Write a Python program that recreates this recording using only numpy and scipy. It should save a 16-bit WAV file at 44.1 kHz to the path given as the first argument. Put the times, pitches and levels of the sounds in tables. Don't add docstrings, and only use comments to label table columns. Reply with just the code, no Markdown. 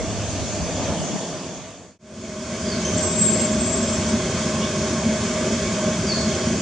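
import sys
import numpy as np
from scipy import signal
from scipy.fft import rfft, irfft, next_fast_len
from scipy.io import wavfile
from scipy.ndimage import uniform_filter1d, map_coordinates

SR = 44100
rng = np.random.default_rng(int(sys.argv[2]) if len(sys.argv) > 2 else 0)


def boost(x):
    u = np.asarray(x, float) / 20
    return 10 ** u


def pcm_store(signal):
    levels = np.round(np.clip(np.atleast_2d(signal), -1, 1) * 32767)
    wavfile.write(sys.argv[1], SR, levels.astype(np.int16).T)


N = 291501
T = np.arange(N) / SR

# (frequency [Hz], correlation [-1 to 1])
TREE_COHERENCE = [(60, 0.89), (530, 1), (1100, 0.93), (2300, 0.79), (4750, 0.6), (6000, 0.13),
                  (9800, -0.26)]
# (frequency [Hz], correlation [-1 to 1])
YARD_COHERENCE = [(60, 0.99), (260, 1), (530, 0.98), (1100, 0.92), (2300, 0.83), (4750, 0.67), (6000, 0.42),
                  (9800, 0.088)]


def unit(x):
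    return x / np.sqrt(np.mean(np.abs(x) ** 2) + 1e-20)


def along(points, hz, col=1):
    p = np.transpose(points)
    return np.interp(np.log(hz + 1), np.log(p[0] + 1), p[col])


def curves(rows):
    s, *cols = np.transpose(rows)
    return [np.interp(T, s, c) for c in cols]


def peaks(rows, floor_db):
    humps = []
    for s, db, half_width in rows:
        hump = db - 6 * ((T - s) / half_width) ** 2
        humps.append(np.maximum(hump, floor_db))
    return np.max(humps, axis=0)


def wobble(rate):
    return map_coordinates(rng.standard_normal(N // 100), [T * rate])


def filtered(x, response):
    m = next_fast_len(N + SR // 2)
    return irfft(rfft(x, m) * response(np.fft.rfftfreq(m, 1 / SR)), m)[..., :N]


def rush(colour_db, coherence, patchy_db):
    z = signal.stft(rng.standard_normal((2, N)), nperseg=512)[2]
    field = uniform_filter1d(rng.standard_normal(z.shape[1:]), size=5, axis=0)
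    field = uniform_filter1d(field, size=12, axis=1)
    pair = signal.istft(z * boost(patchy_db * unit(field)), nperseg=512)[1][:, :N]

    def mid_side(hz):
        angle = np.arccos(np.clip(along(coherence, hz), -1, 1)) / 2
        return boost(colour_db(hz)) * [np.cos(angle), np.sin(angle)]

    mid, side = filtered(pair, mid_side)
    return unit(np.array([mid + side, mid - side]))


def stirs(rows, spread, coherence):
    total = np.zeros((2, N))
    for s, hz, db, length in rows:
        envelope = boost(db - 4.3 * ((T - s) / length) ** 2)
        band_db = lambda f: -9 * ((f / hz - 1) / spread) ** 2
        total += envelope * rush(band_db, coherence, patchy_db=2.5)
    return total


def walls(x, t60):
    t = np.arange(SR // 2) / SR
    decay = boost(-60 * t / t60) * (t > .018)
    tail = rng.standard_normal((2, len(t))) * decay
    return signal.fftconvolve(x[None], tail / np.linalg.norm(tail[0]), axes=1)[:, :N]


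def gusts():
    # (time [s], level [dB])
    pressure = [
        (0, -30),
        (.95, -35),
        (1.08, -45),
        (1.3, -49),
        (1.98, -34.5),
    ]
    # (time [s], level over the pressure [dB])
    pushes = [
        (.1, 0.5),
        (.43, 4),
        (.62, 8),
        (.91, 6.5),
        (1.35, 8),
        (1.47, 8),
    ]
    # (frequency [Hz], density [dB per Hz])
    thud_spectrum = [(18, -72), (30, -36), (55, -11.5), (100, -3.5), (135, -14.5), (200, -19), (400, -120)]
    push_s = 0.029
    level_db, = curves(pressure)
    push_db = peaks([(s, db, push_s) for s, db in pushes], 0)
    thud = rush(lambda hz: along(thud_spectrum, hz), [(30, 0.59)], patchy_db=0.0)
    return boost(level_db + push_db) * thud


def wind():
    # (time [s], peak level [dB])
    eddies = [
        (0, -37.5),
        (.52, -42),
        (.86, -33),
        (1.1, -23),
        (1.53, -30.5),
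    ]
    # (frequency [Hz], density [dB per Hz])
    eddy_spectrum = [(50, -120), (80, -18), (130, -5.5), (220, -6), (330, -37.5), (480, -18), (900, -120)]
    eddy_s, lull_db = 0.086, -42.5
    level_db = peaks([(s, db, eddy_s) for s, db in eddies], lull_db)
    own_port = np.array([wobble(10), wobble(16.4)])
    lumps = boost(2.5 * wobble(9) + 1.7 * own_port)
    noise = rush(lambda hz: along(eddy_spectrum, hz), [(30, .1)], patchy_db=6.5)
    return boost(level_db) * unit(lumps * noise)


def traffic():
    # (frequency [Hz], density [dB per Hz])
    roar_spectrum = [(18, -77), (60, -35), (110, -13.5), (170, 0.5), (283, -2.5), (336, -5), (533, -7),
                     (650, -2), (778, -12.5), (1170, -14), (1280, -18.5), (1800, -20), (2340, -46),
                     (3960, -120)]
    # (time [s], level [dB], half width [s])
    passing = (0.86, 3.1, 0.16)
    level_db = -29.5 + 0.5 * T + peaks([passing], 0)
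    return boost(level_db) * rush(lambda hz: along(roar_spectrum, hz), TREE_COHERENCE, patchy_db=1.2)


def leaves():
    # (frequency [Hz], density [dB per Hz])
    leaf_spectrum = [(880, -34), (1500, -8.5), (1940, -6), (2170, -1), (2370, -2.5), (2590, -2), (2880, -3),
                     (3470, 0), (3980, -7), (4420, -1.5), (5190, -3.5), (6350, 4), (7160, 0.5),
                     (10300, -21.5), (13400, -63), (22000, -120)]
    # (time [s], centre [Hz], level [dB], length [s])
    rustles = [
        (.885, 3400, -42, .025),
        (.97, 3200, -43, .04),
        (1.08, 6400, -36, .028),
        (.81, 2600, -45, .02),
        (.2, 3300, -46, .05),
        (1.1, 830, -40, .2),
    ]
    level_db = -32.5 + 0.1 * T + .4 * wobble(3.3)
    bed = boost(level_db) * rush(lambda hz: along(leaf_spectrum, hz), TREE_COHERENCE, patchy_db=1.84)
    return bed + stirs(rustles, spread=0.15, coherence=TREE_COHERENCE)


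def hum(level_col):
    # (frequency [Hz], level in the yard [dB], level in the treetop [dB], blur [Hz])
    drive_tones = [(619, -33.5, -41, 2), (1082, -45.5, -66, 2), (1174, -49, -56, 2), (1563, -52, -64, 3),
                   (2241, -54, -61, 4), (2272, -54, -66, 4), (2511, -55, -58, 3), (3246, -55, -62, 4)]
    tones = np.zeros((2, N))
    for row in drive_tones:
        hz, blur_hz = row[0], row[3]
        skirt = .5 * (wobble(7 * blur_hz) + 1j * wobble(7 * blur_hz))
        apart = 0.1 * hz / 1000 * wobble(26)
        phase = 2 * np.pi * hz * T + 0.66 * wobble(blur_hz) + np.array([apart, -apart])
        tones += boost(row[level_col] + 1.8) * np.real((1 + skirt) * np.exp(1j * phase))
    return tones


def treetop():
    return gusts() + wind() + traffic() + leaves() + hum(level_col=2)


def plant():
    # (frequency [Hz], density [dB per Hz])
    drone_spectrum = [(18, -60), (30, -30), (74, -5), (140, -4.5), (219, -0.5), (303, -10), (372, -11.5),
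                      (473, -12.5), (633, -6), (739, -21.5), (1080, -16.5), (1570, -27), (1800, -55),
                      (2340, -60), (3960, -120)]
    # (frequency [Hz], density [dB per Hz])
    air_spectrum = [(880, -27.5), (1500, -1), (1610, -3.5), (1820, -5.5), (2190, -1.5), (2370, -7.5),
                    (2590, -2.5), (2740, -7), (3360, -4.5), (4040, -6.5), (4490, -4.5), (6710, 1),
                    (9570, -18), (10300, -26), (13400, -56), (22000, -120)]
    # (frequency [Hz], width [Hz], lift [dB])
    housing_modes = [(90.4, 41, 3), (177.4, 11.3, 5.5), (226, 37, 6), (375, 63, 10), (652.7, 8.1, 7.5),
                     (788, 11, 8.5), (1541, 37, 4), (1680, 50, 6), (2255, 30, 7.5), (2470, 32, 5.5),
                     (3176, 90, 5), (3420, 36, 7.5), (3970, 170, -4.5)]

    def lift(hz):
        return sum(db / (1 + (2 * (hz - centre) / width) ** 4) for centre, width, db in housing_modes)

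    drone = rush(lambda hz: along(drone_spectrum, hz) + lift(hz), YARD_COHERENCE, patchy_db=1.34)
    air = rush(lambda hz: along(air_spectrum, hz) + lift(hz), YARD_COHERENCE, patchy_db=1.07)
    return boost(-23 + 0.14 * wobble(4.39)) * drone + boost(-30 + 0.45 * wobble(6.5)) * air


def bird(notes, half_db):
    sag = 1.5
    edge_db = -8
    song = np.zeros(N)
    waver = 1 + .006 * wobble(260)
    flutter_db = 1.3 * wobble(110) + 2.2 * wobble(320)
    for s, length, from_hz, to_hz, db in notes:
        u = np.clip((T - s) / length, 0, 1)
        on = np.clip(np.minimum(u, 1 - u) * length / .004, 0, 1)
        hz = (to_hz + (from_hz - to_hz) * (1 - u) ** sag) * waver
        phase = 2 * np.pi * np.cumsum(hz) / SR
        level_db = db + 6 + edge_db * (2 * u - 1) ** 2 + flutter_db
        song += on * boost(level_db) * (np.sin(phase) + boost(half_db) * np.sin(phase / 2))
    return song


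def birds():
    # (time [s], length [s], start pitch [Hz], end pitch [Hz], peak level [dB])
    whistles = [
        (2.655, .026, 4930, 4830, -34),
        (2.678, .036, 4830, 4730, -31),
        (2.712, .036, 4560, 4360, -33),
        (2.748, .03, 4280, 4050, -43),
        (6.064, .022, 5050, 4750, -36),
        (6.082, .034, 4720, 4480, -32),
        (6.112, .022, 4450, 4380, -27.5),
        (6.122, .014, 4400, 4170, -32),
        (6.134, .02, 4400, 4600, -35),
        (6.158, .024, 4450, 4450, -34),
    ]
    # (time [s], length [s], start pitch [Hz], end pitch [Hz], peak level [dB])
    cheeps = [
        (2.846, .018, 6130, 6200, -28),
        (2.86, .016, 6250, 6480, -33),
        (2.874, .026, 6400, 6150, -33),
        (2.915, .045, 6400, 6150, -39),
        (2.976, .014, 7050, 6750, -33),
        (2.988, .012, 6500, 6150, -34),
        (2.998, .014, 6000, 5700, -39),
    ]
    song = bird(whistles, half_db=-40) + bird(cheeps, half_db=-9)
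    return song + boost(-1.5) * walls(song * unit(.7 + wobble(430)), t60=.7)


def squeal():
    # (time [s], pitch [Hz], level [dB])
    drag = [
        (2.93, 7600, -41),
        (3.06, 7622, -30),
        (3.25, 7612, -26),
        (3.42, 7595, -30),
        (3.52, 7562, -39),
        (3.72, 7608, -33),
        (3.95, 7622, -34),
        (4.2, 7630, -43),
    ]
    # (time [s], level over the drag [dB], half width [s])
    surges = [(2.982, 8.5, .012), (3.051, 5.5, 0.041), (3.132, 3, 0.013), (3.178, 5, 0.018),
              (3.226, 7.5, 0.027), (3.275, 6, 0.031), (3.294, 11, .01), (3.35, 6.5, 0.027),
              (3.416, 7.5, 0.02), (3.455, 10, 0.0067), (3.53, 12, .012), (3.6, 4, .018), (3.645, 9.5, 0.017),
              (3.699, 8.5, 0.012), (3.738, 11, 0.015), (3.79, 3, 0.013), (3.83, 9, 0.013), (3.878, 3, 0.022),
              (3.942, 4.5, .02), (4.1, 1, .02)]
    hz, drag_db = curves(drag)
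    surge_db = peaks(surges, -5.5)
    chatter_db = 1.8 * wobble(110)
    braking = (T > drag[0][0]) * (T < drag[-1][0])
    swell = boost(drag_db + surge_db + chatter_db) * braking
    phase = 2 * np.pi * np.cumsum(hz + 10 * wobble(60)) / SR + .6 * wobble(70)
    tone = np.exp(1j * phase) + boost(-22.5) * np.exp(1.103j * phase)
    scattered = uniform_filter1d(swell, size=SR // 16) * unit(wobble(62) + 1j * wobble(62))
    front = np.real(swell * tone)
    sides = boost(2.5) * np.real(scattered * tone)
    echoes = walls(front * unit(.6 + wobble(120)), t60=.4)
    return np.array([front + sides, front - sides]) + boost(-10) * echoes


def scrapes():
    # (time [s], centre [Hz], level [dB], length [s])
    small_stirs = [
        (4.635, 3250, -38, .028),
        (4.64, 2950, -39, .018),
        (4.65, 3500, -40, .025),
        (4.56, 1070, -42, .06),
        (3.06, 5900, -40, .08),
        (4.91, 2250, -43, .025),
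    ]
    return stirs(small_stirs, spread=0.056, coherence=YARD_COHERENCE)


def yard():
    return plant() + hum(level_col=1) + birds() + squeal() + scrapes()


def scene():
    change_s, fade_out_s, fade_in_s = 1.985, 0.95, 1
    out_gain = np.clip((change_s - T) / fade_out_s, 0, 1)
    in_gain = np.clip((T - change_s) / fade_in_s, 0, 1)
    return out_gain * treetop() + in_gain * yard()


def roll_off(x):
    return signal.sosfilt(signal.butter(12, 10440, fs=SR, output="sos"), x)


def record(dry):
    # (frequency [Hz], left over right [dB], left lead [rad])
    port_mismatch = [(100, 0, 0.029), (650, 0, -0.17), (1050, -1.5, -.12), (1800, -2.5, 0.019),
                     (3200, -1.5, 0.016), (5600, 0, 0.039)]
    half = np.array([[.5], [-.5]])

    def ports(hz):
        gain = boost(half * along(port_mismatch, hz))
        lead = np.exp(1j * half * along(port_mismatch, hz, col=2))
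        return gain * lead * (hz < 10500)

    return roll_off(filtered(dry, ports))


dry = scene()
out = record(dry)
pcm_store(out)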